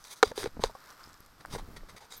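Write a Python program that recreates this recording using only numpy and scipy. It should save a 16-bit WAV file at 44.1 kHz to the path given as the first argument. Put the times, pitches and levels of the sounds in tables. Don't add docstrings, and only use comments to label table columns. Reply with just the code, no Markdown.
import sys
import numpy as np
from scipy import signal
from scipy.fft import rfft, irfft, next_fast_len
from scipy.io import wavfile
from scipy.ndimage import map_coordinates

SR = 44100
rng = np.random.default_rng(int(sys.argv[2]) if len(sys.argv) > 2 else 0)


def generate_wav(sig):
    pcm = np.round(np.clip(np.atleast_2d(sig).T, -1, 1) * 32767).astype(np.int16)
    wavfile.write(sys.argv[1], SR, pcm)


N = 97020
T = np.arange(N) / SR
HIT_T = T[:SR // 10]

# frequency_hz, gain_db
FAR_WIND_SPECTRUM = [(59, -44), (100, 0.5), (328, -3.5), (1330, 0.5), (2750, -11.5), (4870, -8),
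                     (6840, -15), (10900, -18), (12900, -13.5), (16000, -32)]
# time_s, level_db
RUMBLE_ENVELOPE = [(0, -63.5), (.2, -78), (.25, -52), (.35, -64), (.44, -45), (.51, -62), (.6, -44.5),
                   (.68, -51.5), (.76, -70), (.95, -72), (1.07, -59.5), (1.2, -65.5), (1.46, -61),
                   (1.54, -50.5), (1.66, -54.5), (1.8, -53.5), (1.94, -64), (2.02, -72), (2.2, -60)]
# frequency_hz, gain_db
RUMBLE_SPECTRUM = [(15, 0.5), (35, -2.5), (70, -7), (150, -12), (280, -12.5), (500, -32), (1200, -64),
                   (4000, -90)]
# time_s, level_db
FOLD_ENVELOPE = [(.2, -97), (.28, -47), (.35, -67), (.44, -50.5), (.5, -71), (1.35, -74), (1.5, -50),
                 (1.55, -43.5), (1.62, -52.5), (1.76, -53), (1.88, -87), (1.94, -51), (2.0, -70)]
# frequency_hz, gain_db
FOLD_SPECTRUM = [(40, 5.5), (130, 2), (300, -3), (600, -10.5), (1200, -13.5), (4000, -30.5)]
# time_s, level_db
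GRASS_ENVELOPE = [(0.7, -56.5), (0.74, -66), (0.754, -55.5), (0.764, -60.5), (0.908, -53), (0.958, -62),
                  (1.006, -55), (1.38, -72)]
# frequency_hz, gain_db
BRUSH_SPECTRUM = [(120, -24), (300, -10.5), (850, -3.5), (1200, 5), (1550, 0.5), (2000, -7), (2800, -13.5),
                  (4200, -11.5), (5100, -13.5), (6800, -17), (10800, -23.5), (13200, -14), (16000, -29)]
# start_s, level_db, pitch_hz, ring_gain_db
STALK_SNAPS = [(0.0414, -30, 5940, -8), (0.904, -32, 5800, -7), (.935, -41, 7940, -8),
               (1.0353, -38, 5200, -4), (1.04, -39, 5000, 6), (1.063, -43, 5200, 3),
               (1.092, -39.5, 7900, -2), (1.131, -32.5, 5970, -10.5), (1.142, -33.5, 5000, -10),
               (1.205, -37, 12100, -4), (1.262, -37.5, 12400, -8.5), (1.459, -32.5, 10800, -12)]
# frequency_hz, gain_db
SNAP_SPECTRUM = [(500, -5), (1400, -1), (2700, -13), (4000, -6.5), (5200, 4), (6600, -8), (8000, -4),
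                 (10500, -11), (13000, -14), (16000, -32)]
# start_s, level_db, t60_s
FABRIC_SQUEAKS = [(2.1677, -48, .03), (2.1766, -47, 0.069)]
# frequency_hz, gain_db
SQUEAK_SPECTRUM = [(11500, -34.5), (12700, -3), (13300, -5), (14100, -14), (15500, -24)]
# start_s, length_s, level_db, change_db, tilt_db_per_octave, contact_hz, contact_db
SLIDING_STROKES = [(0, 0.041, -63.5, -2, 5, 6100, 9), (0.038, 0.066, -52.5, -3, 1.5, 6100, -1),
                   (0.1, 0.034, -46, 2.5, 2, 6230, 0.5), (0.157, 0.037, -54.5, -6, 2.5, 6000, 4),
                   (0.234, 0.074, -46.5, -7, -1, 4850, 6), (0.352, 0.019, -48, 8, 0.5, 3930, -5),
                   (0.3745, 0.064, -38.5, -7, 0.45, 426, 16.5), (.44, 0.031, -44.5, 1.5, -2.6, 3880, -1.5),
                   (0.603, 0.038, -47, 1, -0.2, 990, 13.5), (0.639, 0.054, -46, -15.5, -1.6, 3740, 2),
                   (1.397, 0.012, -54.5, 14, -4, 1870, 6), (1.499, 0.043, -48.5, 4, -0.7, 4800, 5),
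                   (1.521, 0.037, -44, 1, -1, 8360, 6.5), (1.576, 0.024, -46.5, -9.5, -2, 835, 10),
                   (1.762, 0.014, -43, -11, -1.5, 1930, 12.5), (1.884, 0.025, -49.5, -3.5, -1.6, 2030, 9),
                   (1.961, 0.023, -50.5, -10, -0.5, 2040, 8), (2.004, 0.048, -53, -3, -2.2, 850, 11),
                   (2.102, 0.049, -48.5, -1.5, 0, 7400, 10.5), (2.148, 0.034, -55.5, 4.5, 0.5, 7000, 3)]
# frequency_hz, gain_db
RUB_SPECTRUM = [(100, -2.5), (280, -10.5), (450, 5.5), (700, -2), (1000, 5), (1700, 0), (2150, 2),
                (2800, -7), (3400, 1.5), (3850, 6), (4300, -1.5), (4750, 4), (5400, -2.5), (6200, 0.5),
                (7300, -8.5), (8400, -3), (10500, -7), (13000, -13), (16000, -18)]
# release_s, level_db, loading_s
CASE_THUMPS = [(0.3149, -25, 0.00046), (0.475, -26, 0.00077), (0.5694, -25.5, 0.00043),
               (0.5736, -30.5, 0.0015), (0.5952, -21.5, 0.00076), (0.5999, -24.5, 0.0014),
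               (0.6397, -17.5, 0.00042), (0.7507, -44.5, 0.00063), (1.075, -38, 0.0006),
               (1.205, -42.5, 0.0011), (1.533, -33.5, 0.0025), (1.54, -31.5, 0.0032),
               (1.689, -38.5, 0.0026), (1.949, -39.5, 0.0012)]
# centre_s, level_db, half_width_s
SOFT_PUSHES = [(0.272, -34.5, 0.0034), (.545, -45, 0.032), (0.664, -32.5, 0.0081), (1.587, -39, 0.012),
               (1.619, -37.5, 0.011), (1.833, -39, 0.011)]
# start_s, level_db, pitch_hz, t60_s
HARDWARE_TAPS = [(.4020, -34, 970, 0.0072), (.4310, -19.5, 1420, 0.0033), (0.6384, -15, 936, 0.0078),
                 (0.6956, -42, 783, 0.045), (0.7507, -39.5, 943, 0.039), (1.4503, -27, 1270, 0.0072),
                 (1.458, -34.5, 1470, 0.0052), (1.5490, -26.5, 756, 0.012), (1.595, -39, 930, 0.021),
                 (1.808, -42.5, 1560, 0.006), (1.832, -43, 480, 0.016)]
# pitch_ratio, gain_db
HARDWARE_MODES = [(.55, -3), (.83, 0), (1.18, 0), (1.5, -15.5)]
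# frequency_hz, gain_db, t60_s
CASE_MODES = [(294, -27.5, 0.018), (441, 4, 0.029), (524, 1, 0.013), (791, -4.5, 0.028),
              (1044, -11.5, 0.022), (1117, -10.5, 0.015), (1236, -4.5, 0.018), (1430, 0, 0.018),
              (1740, -1.5, 0.0075), (2290, -9.5, 0.018), (3270, -13.5, 0.0076), (3770, -11.5, 0.011),
              (4300, -10.5, 0.0077), (6830, -13, 0.008)]
# frequency_hz, gain_db
CRACK_SPECTRUM = [(150, -35.5), (400, 5), (1000, 2), (2600, -15.5), (4000, 0), (5300, -12.5), (6500, -4),
                  (9500, -25.5), (13000, -25.5), (16000, -41)]
# start_s, level_db, corner_hz, mid_db, crack_db, pitch_ratio
GEAR_KNOCKS = [(0.2283, -3.5, 9050, 3, 0, 0.99), (0.2322, -4, 9000, -6, -6, 0.95),
               (0.316, -22.5, 1800, -9.5, -11, 1.13), (0.3772, -14.5, 6040, -20, -15, 0.95),
               (0.4407, -16.5, 4000, -28, -3.5, 0.85), (0.4584, -13.5, 2200, -12, -27, 1),
               (0.6376, -10.5, 7000, -18, 2, 1.04), (0.6452, -21, 6040, -8.5, -5, 1.11),
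               (1.5587, -22.5, 1490, -7, -19, 0.996)]


def amp(db):
    return 10 ** (np.asarray(db) / 20)


def add(track, start_s, sound):
    part = track[max(0, round(start_s * SR)):][:len(sound)]
    part += sound[:len(part)]


def coloured(x, spectrum, tilt=0, pivot_hz=4000):
    size = next_fast_len(len(x) + len(HIT_T))
    octave = np.log2(np.fft.rfftfreq(size, 1 / SR) + 1)
    hz, db = np.transpose(spectrum)
    tilt_db = tilt * (np.maximum(octave, np.log2(hz[0])) - np.log2(pivot_hz))
    gain = amp(np.interp(octave, np.log2(hz), db) + tilt_db)
    shaped = irfft(rfft(x, size) * gain, size)[:len(x)]
    return shaped / np.sqrt(np.mean(shaped ** 2) + 1e-20)


def grains(per_s, spread_db):
    impulses = (rng.random(N) < per_s / SR) * rng.choice([-1, 1], N)
    return impulses * amp(spread_db * np.clip(rng.standard_normal(N), -2, 2))


def wander(positions):
    return map_coordinates(rng.standard_normal(size=200), [positions], mode="mirror")


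def level(envelope, rest_db=-120):
    return amp(np.interp(T, *np.transpose(envelope), left=rest_db, right=rest_db))


def decay(t60, rise_s=0.000082):
    return np.exp(-np.log(1000) * HIT_T / t60) * (1 - np.exp(-HIT_T / rise_s))


def ring(hz, t60):
    return np.cos(2 * np.pi * hz * HIT_T) * decay(t60)


def burst(spectrum, t60, tilt=0):
    return coloured(rng.standard_normal(len(HIT_T)), spectrum, tilt) * decay(t60)


def case_highpass(x, cutoff_hz=240):
    return signal.sosfilt(signal.butter(2, cutoff_hz, "high", fs=SR, output="sos"), x)


def far_wind(level_db=-63):
    return amp(level_db) * coloured(rng.standard_normal(N), FAR_WIND_SPECTRUM)


def rumble():
    return level(RUMBLE_ENVELOPE) * coloured(rng.standard_normal(N), RUMBLE_SPECTRUM)


def clothing(gain_db=-0.5):
    return amp(gain_db) * level(FOLD_ENVELOPE) * coloured(grains(per_s=1200, spread_db=4), FOLD_SPECTRUM)


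def grass_rustle(gain_db=0.5, crackle_db=-9, swell_db=0.2, swells_per_s=52):
    brush = coloured(grains(per_s=7000, spread_db=4), BRUSH_SPECTRUM)
    crackle = amp(crackle_db) * coloured(grains(per_s=170, spread_db=3), SNAP_SPECTRUM)
    swell = amp(gain_db + swell_db * wander(T * swells_per_s))
    return swell * level(GRASS_ENVELOPE, rest_db=-65) * (brush + crackle)


def stalk_snaps(neutral_hz=5450):
    out = np.zeros(N)
    for start_s, db, hz, ring_db in STALK_SNAPS:
        tilt = 6 * np.log2(hz / neutral_hz)
        crack = burst(SNAP_SPECTRUM, t60=0.0069, tilt=tilt)
        add(out, start_s, .5 * amp(db) * (.5 * crack + amp(ring_db) * ring(hz, t60=0.01)))
    return out


def fabric_squeaks():
    out = np.zeros(N)
    for start_s, db, t60 in FABRIC_SQUEAKS:
        add(out, start_s, amp(db) * burst(SQUEAK_SPECTRUM, t60))
    return out


def contact_colour(x, ripple_db=1.47, spacing_hz=344):
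    hz = np.fft.rfftfreq(len(x), 1 / SR)
    return irfft(rfft(x) * amp(ripple_db * wander(hz / spacing_hz)), len(x))


def rubbing(slips_per_s=20000, rasp_db=1.77, rasp_per_s=230, attack_s=0.005, release_s=0.0086):
    out = np.zeros(N)
    for start_s, length_s, db, change_db, tilt, contact_hz, contact_db in SLIDING_STROKES:
        t = T[:int((length_s + .1) * SR)]
        envelope = (1 - np.exp(-t / attack_s)) * np.exp(-np.maximum(t - length_s, 0) / release_s)
        grip_db = rasp_db * wander(t * rasp_per_s)
        ramp_db = change_db * (np.minimum(t / length_s, 1) - .5)
        slips = ((rng.random(N) < slips_per_s / SR) * rng.standard_normal(N))[:len(t)]
        resonance = signal.lfilter(*signal.iirpeak(contact_hz, Q=10.5, fs=SR), slips)
        contact = contact_colour(slips + (amp(contact_db) - 1) * resonance)
        friction = coloured(contact, RUB_SPECTRUM, tilt)
        add(out, start_s, amp(db + grip_db + ramp_db) * envelope * friction)
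    return out


def case_thumps(cutoff_hz=840):
    load = sum(amp(db) * np.exp(-abs(T - release_s) / loading_s) * (T < release_s)
               for release_s, db, loading_s in CASE_THUMPS)
    pushes = np.zeros(N)
    for centre_s, db, half_width_s in SOFT_PUSHES:
        offset = (T - centre_s) / half_width_s
        pushes += amp(db) * (1 - offset ** 2) * np.exp(-.5 * offset ** 2)
    return pushes - signal.sosfilt(signal.butter(2, cutoff_hz, fs=SR, output="sos"), load)


def hardware_taps():
    out = np.zeros(N)
    for start_s, db, hz, t60 in HARDWARE_TAPS:
        modes = sum((-1) ** k * amp(mode_db) * ring(hz * ratio, t60)
                    for k, (ratio, mode_db) in enumerate(HARDWARE_MODES))
        add(out, start_s, amp(db) * modes)
    return case_highpass(out)


def gear_knocks(mid_hz=1410, scatter_db=1.0):
    out = np.zeros(N)
    for start_s, db, corner_hz, mid_db, crack_db, pitch_ratio in GEAR_KNOCKS:
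        body = np.zeros(len(HIT_T))
        for k, (hz, mode_db, t60) in enumerate(CASE_MODES):
            mid_gain = amp(mid_db * np.exp(-np.log2(hz / mid_hz) ** 2))
            contact_lowpass = 1 / np.hypot(1, (hz / corner_hz) ** 2)
            gain = amp(mode_db + rng.normal(0, scatter_db)) * mid_gain * contact_lowpass
            body += (-1) ** k * gain * ring(hz * pitch_ratio, t60)
        crack = amp(crack_db) * burst(CRACK_SPECTRUM, t60=0.01)
        add(out, start_s, .5 * amp(db) * (case_highpass(body) + crack))
    return case_highpass(out)


def scene():
    handling = gear_knocks() + hardware_taps() + case_thumps() + rubbing() + fabric_squeaks()
    background = grass_rustle() + stalk_snaps() + rumble() + clothing() + far_wind()
    return (handling + background)[None]


def record(dry):
    return signal.sosfilt(signal.ellip(10, .1, 90, 16100, fs=SR, output="sos"), dry)


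dry = scene()
out = record(dry)
generate_wav(out)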